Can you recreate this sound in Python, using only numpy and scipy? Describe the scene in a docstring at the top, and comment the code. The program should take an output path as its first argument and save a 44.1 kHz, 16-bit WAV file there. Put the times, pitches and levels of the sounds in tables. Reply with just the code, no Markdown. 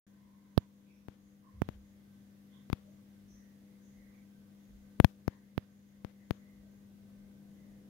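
"""A quiet room, close beside an aquarium, on the stereo microphones of a hand-held phone.
The pump hums on mains harmonics, water trickles and bubbles faintly, and the hand bumps the case.
Sharp dry pops stand far above all this: each is a sudden jump in the signal of one microphone,
so it sounds in one ear only, and the loudest make the gain duck. Near the end the phone moves
along the tank, and the hum and the low room noise grow."""
import sys
import numpy as np
from scipy import signal
from scipy.fft import rfft, irfft
from scipy.io import wavfile
from scipy.ndimage import minimum_filter1d

SR = 44100
rng = np.random.default_rng(int(sys.argv[2]) if len(sys.argv) > 2 else 0)


def master_out(mix):
    """Clip the mix to full scale and print it as 16-bit PCM to the path in sys.argv[1]."""
    frames = np.transpose(np.atleast_2d(mix))
    ceiling = np.clip(frames, -1, 1)
    pcm = np.round(ceiling * 32767).astype(np.int16)
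    wavfile.write(sys.argv[1], SR, pcm)


N = 347949
T = np.arange(N) / SR
FREQS = np.fft.rfftfreq(N, 1 / SR)

# All source levels are at the microphones, ahead of the phone's gain control.
# pump harmonics: (multiple of the magnetic pull [1], relative level [dB])
PUMP_HARMONICS = [(1, -15.5), (2, 1), (3, -13.5), (4, -26), (5, -15), (6, -25)]
# low room noise: (frequency [Hz], relative density [dB])
ROOM_SPECTRUM = [(20, -23.5), (35, -17), (65, -4), (105, -5.5), (150, 0.5), (180, -5), (240, 0), (280, -7),
                 (350, -9.5), (440, -11), (540, -8.5), (700, -12.5), (1000, -19), (2000, -36)]
# hiss: (frequency [Hz], relative density [dB])
HISS_SPECTRUM = [(200, 6.5), (900, 6), (1500, 7.5), (2100, 3.5), (2400, 5.5), (3500, 4.5), (4400, 2),
                 (5500, 1.6), (6700, -1.8), (7400, -4), (10000, -2.8), (13000, -1), (15700, -1.5),
                 (16100, -30.5)]
# resonances that moving water excites: (centre [Hz], width [Hz], level [dB])
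WATER_RESONANCES = [(1110, 220, -79.5), (1552, 70, -78.5), (1820, 240, -78.5), (2064, 220, -77),
                    (3420, 696, -82), (6570, 750, -80)]
# plinks and fizzes of water: (time [s], rise [s], centre [Hz], level [dB], left minus right [dB])
WATER_GURGLES = [(.0, .33, 1018, -65, -1), (.85, .07, 2450, -64, -4), (.88, .08, 5700, -73, -4),
                 (1.415, .06, 1065, -56.5, -4), (2.5, .06, 3420, -64.5, -5), (2.51, .05, 1060, -69, -9),
                 (2.82, .07, 606, -66.5, 11), (3.26, .075, 6000, -63.5, -1), (3.31, .12, 1890, -70.5, -8),
                 (3.79, .08, 6470, -70, 1), (3.91, .12, 2010, -64.5, -6), (4.11, .055, 2240, -67.5, -8),
                 (5.27, .07, 1820, -68, -1), (5.3, .05, 1020, -66, -2), (6.17, .05, 1960, -66.5, 9),
                 (6.35, .11, 2010, -65, -2.5), (6.58, .06, 620, -67.5, 6)]
# signal jumps, before colouring: (time [s], level [dB], second jump's lag [ms], second re first [dB])
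POP_JUMPS = [(0.5777, -7, 0.2307, -1.08), (0.5795, -19, .05, -14), (1.0847, -28.5, 0.13, -8),
             (1.6191, -15, 0.1237, -0.98), (1.6891, -23, 0.134, -11), (2.70049, -25.5, 0.14, -10.5),
             (2.72939, -18, .84, 2.5), (5.001, -7.5, 0.0984, -2.5), (5.0458, -4.5, 1.181, -1.5),
             (5.27975, -15.5, 0.1538, -2.5), (5.5789, -16.5, 0.058, -4.5), (6.0479, -24, 0.148, -13.5),
             (6.3088, -13, 0.064, -33)]
# microphone that each pop strikes: (side [0 left, 1 right])
POP_MICROPHONE = [1, 1, 0, 1, 0, 0, 0, 0, 0, 0, 1, 0, 0]
# colour of a pop: (frequency [Hz], gain [dB])
POP_SPECTRUM = [(50, 5.5), (120, 3), (230, 5), (420, 2.5), (1000, 1), (3500, 1.5), (5000, -2.5), (6200, -7),
                (7500, -18.5), (9400, -6), (12000, -2.5), (14700, -2), (16500, -3)]
# dull low thuds of the hand on the case, all swelling equally fast: (time [s], centre [Hz], level [dB])
HAND_BUMPS = [(1.51, 80, -49.5), (1.69, 63, -52), (3.21, 54.1, -65), (3.93, 58.8, -64), (4.67, 52, -59),
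              (6.5, 54, -62.5), (7.12, 41.5, -66.5), (7.66, 40, -68.5)]
# noise suppressor: (lower band edge [Hz], depth [dB], level that opens the band [dB])
SUPPRESSOR_BANDS = [(404, -9.5, -43.5), (5060, -6.5, -20)]


def undb(db):
    """Decibels to gain."""
    return 10 ** (np.asarray(db) / 20)


def unit(x):
    """Scale to rms 1."""
    return x / np.sqrt(np.mean(x ** 2))


def colour(points):
    """Gain at every frequency from (frequency [Hz], gain [dB]) points."""
    hz, db = np.transpose(points)
    return undb(np.interp(np.log(FREQS + 1), np.log(hz), db))


def band(hz, width_hz):
    """Gain of a bell-shaped band, width_hz wide at half power."""
    return np.exp(-2 * np.log(2) * ((FREQS - hz) / width_hz) ** 2)


def noise(gain, likeness=0):
    """Stereo noise of rms 1 with the given spectrum and left-right correlation."""
    mid, side = rfft(rng.standard_normal((2, N))) * gain
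    mid, side = mid * np.sqrt(1 + likeness), side * np.sqrt(1 - likeness)
    return unit(irfft([mid + side, mid - side], N))


def wander(rate_hz):
    """Smooth random wander of rms 1."""
    return unit(irfft(rfft(rng.standard_normal(N)) * np.exp(-(FREQS / rate_hz) ** 2), N))


def pan(db):
    """Microphone gains for a level difference, left minus right."""
    return undb(np.array([[db], [-db]]) / 2)


def swell(start_s, rise_s, hz, width_share, likeness=0):
    """A ring blurred into noise: it builds softly to a brief peak and dies away more slowly."""
    age = np.maximum(T - start_s, 0) / rise_s
    envelope = (age * np.exp(1 - age)) ** 2
    return noise(band(hz, width_share * hz), likeness) * envelope


def pump(level_db, pull_hz=100.0, drift_rad=0.1):
    """The pump's magnetic pull hums; weak harmonics waver as the phone moves through standing waves."""
    hum = 0
    for k, db in PUMP_HARMONICS:
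        phase = 2 * np.pi * (k * pull_hz * T + rng.random()) + drift_rad * k * wander(3.6)
        waver_db = (-0.03 if k == 2 else 2.0) * wander(2.8)
        hum = hum + np.sqrt(2) * undb(db + waver_db) * np.sin(phase)
    return hum * undb(level_db) * pan(4.5)


def room_tone(low_db, hiss_db=-66, alike_below_hz=750):
    """Low room noise, its bass alike at both microphones, under an even hiss."""
    likeness = 0.8 * np.exp(-(FREQS / alike_below_hz) ** 2)
    low = noise(colour(ROOM_SPECTRUM), likeness) * pan(1.5)
    hiss = noise(colour(HISS_SPECTRUM))
    return low * undb(low_db) + hiss * undb(hiss_db)


def trickle(swell_db=3.0, swell_hz=5.0):
    """Moving water, faint and a little to the right: each resonance swells and fades on its own."""
    return pan(-2.0) * sum(noise(band(hz, width_hz)) * undb(db + swell_db * wander(swell_hz))
                           for hz, width_hz, db in WATER_RESONANCES)


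def bubbles(count=80, softest_db=-76.5, range_db=1.0, centre_hz=1790, span_octaves=0.5, rise_s=0.033):
    """Tiny bubbles at random moments: each rings at its own pitch, in unrelated phase left and right."""
    t = T[:SR // 2]
    envelope = t / rise_s * np.exp(1 - t / rise_s)
    rings = np.zeros((2, N + len(t)))
    for when, pitch, strength, *phases in rng.random((count, 5)):
        hz = centre_hz * 2 ** (span_octaves * (pitch - 0.5))
        tone = np.sin(2 * np.pi * (hz * t + np.array(phases)[:, None]))
        start = int(when * N)
        rings[:, start:start + len(t)] += tone * envelope * undb(softest_db + range_db * strength)
    return rings[:, :N]


def gurgles(width_share=0.12):
    """Plinks and fizzes around the tank; the higher the ring, the wider its band."""
    return sum(undb(db) * pan(pan_db) * swell(start_s, rise_s, hz, width_share)
               for start_s, rise_s, hz, db, pan_db in WATER_GURGLES)


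def microphone_pops(highpass_hz=101):
    """Two quick jumps in one microphone's signal; the input high-pass swings them back as a thump."""
    impulse_spectra = np.zeros((2, len(FREQS)), complex)
    for (start_s, db, lag_ms, second_db), side in zip(POP_JUMPS, POP_MICROPHONE):
        first = undb(db) * np.exp(-2j * np.pi * FREQS * start_s)
        second = first * undb(second_db) * np.exp(-2j * np.pi * FREQS * lag_ms / 1000)
        impulse_spectra[side] += first + second
    impulses = irfft(impulse_spectra * colour(POP_SPECTRUM), N)
    steps = np.cumsum(impulses, axis=1)
    highpass = signal.butter(3, highpass_hz, "high", fs=SR, output="sos")
    return signal.sosfilt(highpass, steps)


def hand_bumps(rise_s=0.075, width_share=0.45):
    """The hand shifts on the case, right by the microphones: dull thuds, alike in both."""
    return sum(undb(db) * swell(start_s, rise_s, hz, width_share, likeness=0.985)
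               for start_s, hz, db in HAND_BUMPS)


def gain_control(x, threshold_db=-8, depth_db=-3, hold_s=0.82, glide_s=0.46):
    """The gain starts turned down; each loud peak holds it down a while, and it glides both ways."""
    loud = np.abs(x).max(axis=0) > undb(threshold_db)
    last_loud_s = np.maximum.accumulate(np.where(loud, T, 0))
    free = T - last_loud_s > hold_s
    step = 1 / (glide_s * SR)
    recovered = signal.lfilter([step], [1, step - 1], free)
    return x * undb(depth_db * (1 - recovered))


def noise_suppressor(x, hold_s=0.061, release_s=0.019, ahead_samples=100, edge_db=-46):
    """Each band of each channel stays turned down until a loud sound opens it, so hiss trails a pop."""
    highpasses = [1 - 1 / (1 + (FREQS / hz) ** 4) for hz, _, _ in SUPPRESSOR_BANDS]
    above = [irfft(rfft(x) * highpass, N) for highpass in highpasses] + [0]
    for k, (_, depth_db, threshold_db) in enumerate(SUPPRESSOR_BANDS):
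        part = above[k] - above[k + 1]
        # it looks a moment ahead, so the edge of a pop passes whole
        loud = np.roll(np.abs(part) > undb(threshold_db), -ahead_samples, axis=1)
        last_loud_s = np.maximum.accumulate(np.where(loud, T, -1), axis=1)
        held_open = np.exp(-np.maximum(T - last_loud_s - hold_s, 0) / release_s)
        # weaker edges slip through without holding the band open
        nearby_peak = -minimum_filter1d(-np.abs(part), size=2 * ahead_samples, axis=1)
        openness = np.maximum(held_open, nearby_peak > undb(edge_db))
        x = x + part * (undb(depth_db * (1 - openness)) - 1)
    return x


def scene(move_s=5.89, hum_db_per_s=1.7, room_db_per_s=2):
    """Beside the tank; from move_s the phone moves along it, and the hum and low room noise grow."""
    moving_s = np.maximum(T - move_s, 0)
    hum = pump(level_db=-59.5 + hum_db_per_s * moving_s)
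    room = room_tone(low_db=-64 + room_db_per_s * moving_s)
    water = trickle() + bubbles() + gurgles()
    return hum + room + water + microphone_pops() + hand_bumps()


def record(dry, open_s=0.066, fade_s=0.002, top_hz=16700):
    """The phone opens its input after a moment, rides the gain, holds the hiss down and cuts the top."""
    fade_in = np.clip((T - open_s) / fade_s, 0, 1)
    lowpass = 1 / np.sqrt(1 + (FREQS / top_hz) ** 200)
    controlled = noise_suppressor(gain_control(dry))
    return irfft(rfft(controlled * fade_in) * lowpass, N)


dry = scene()
out = record(dry)
master_out(out)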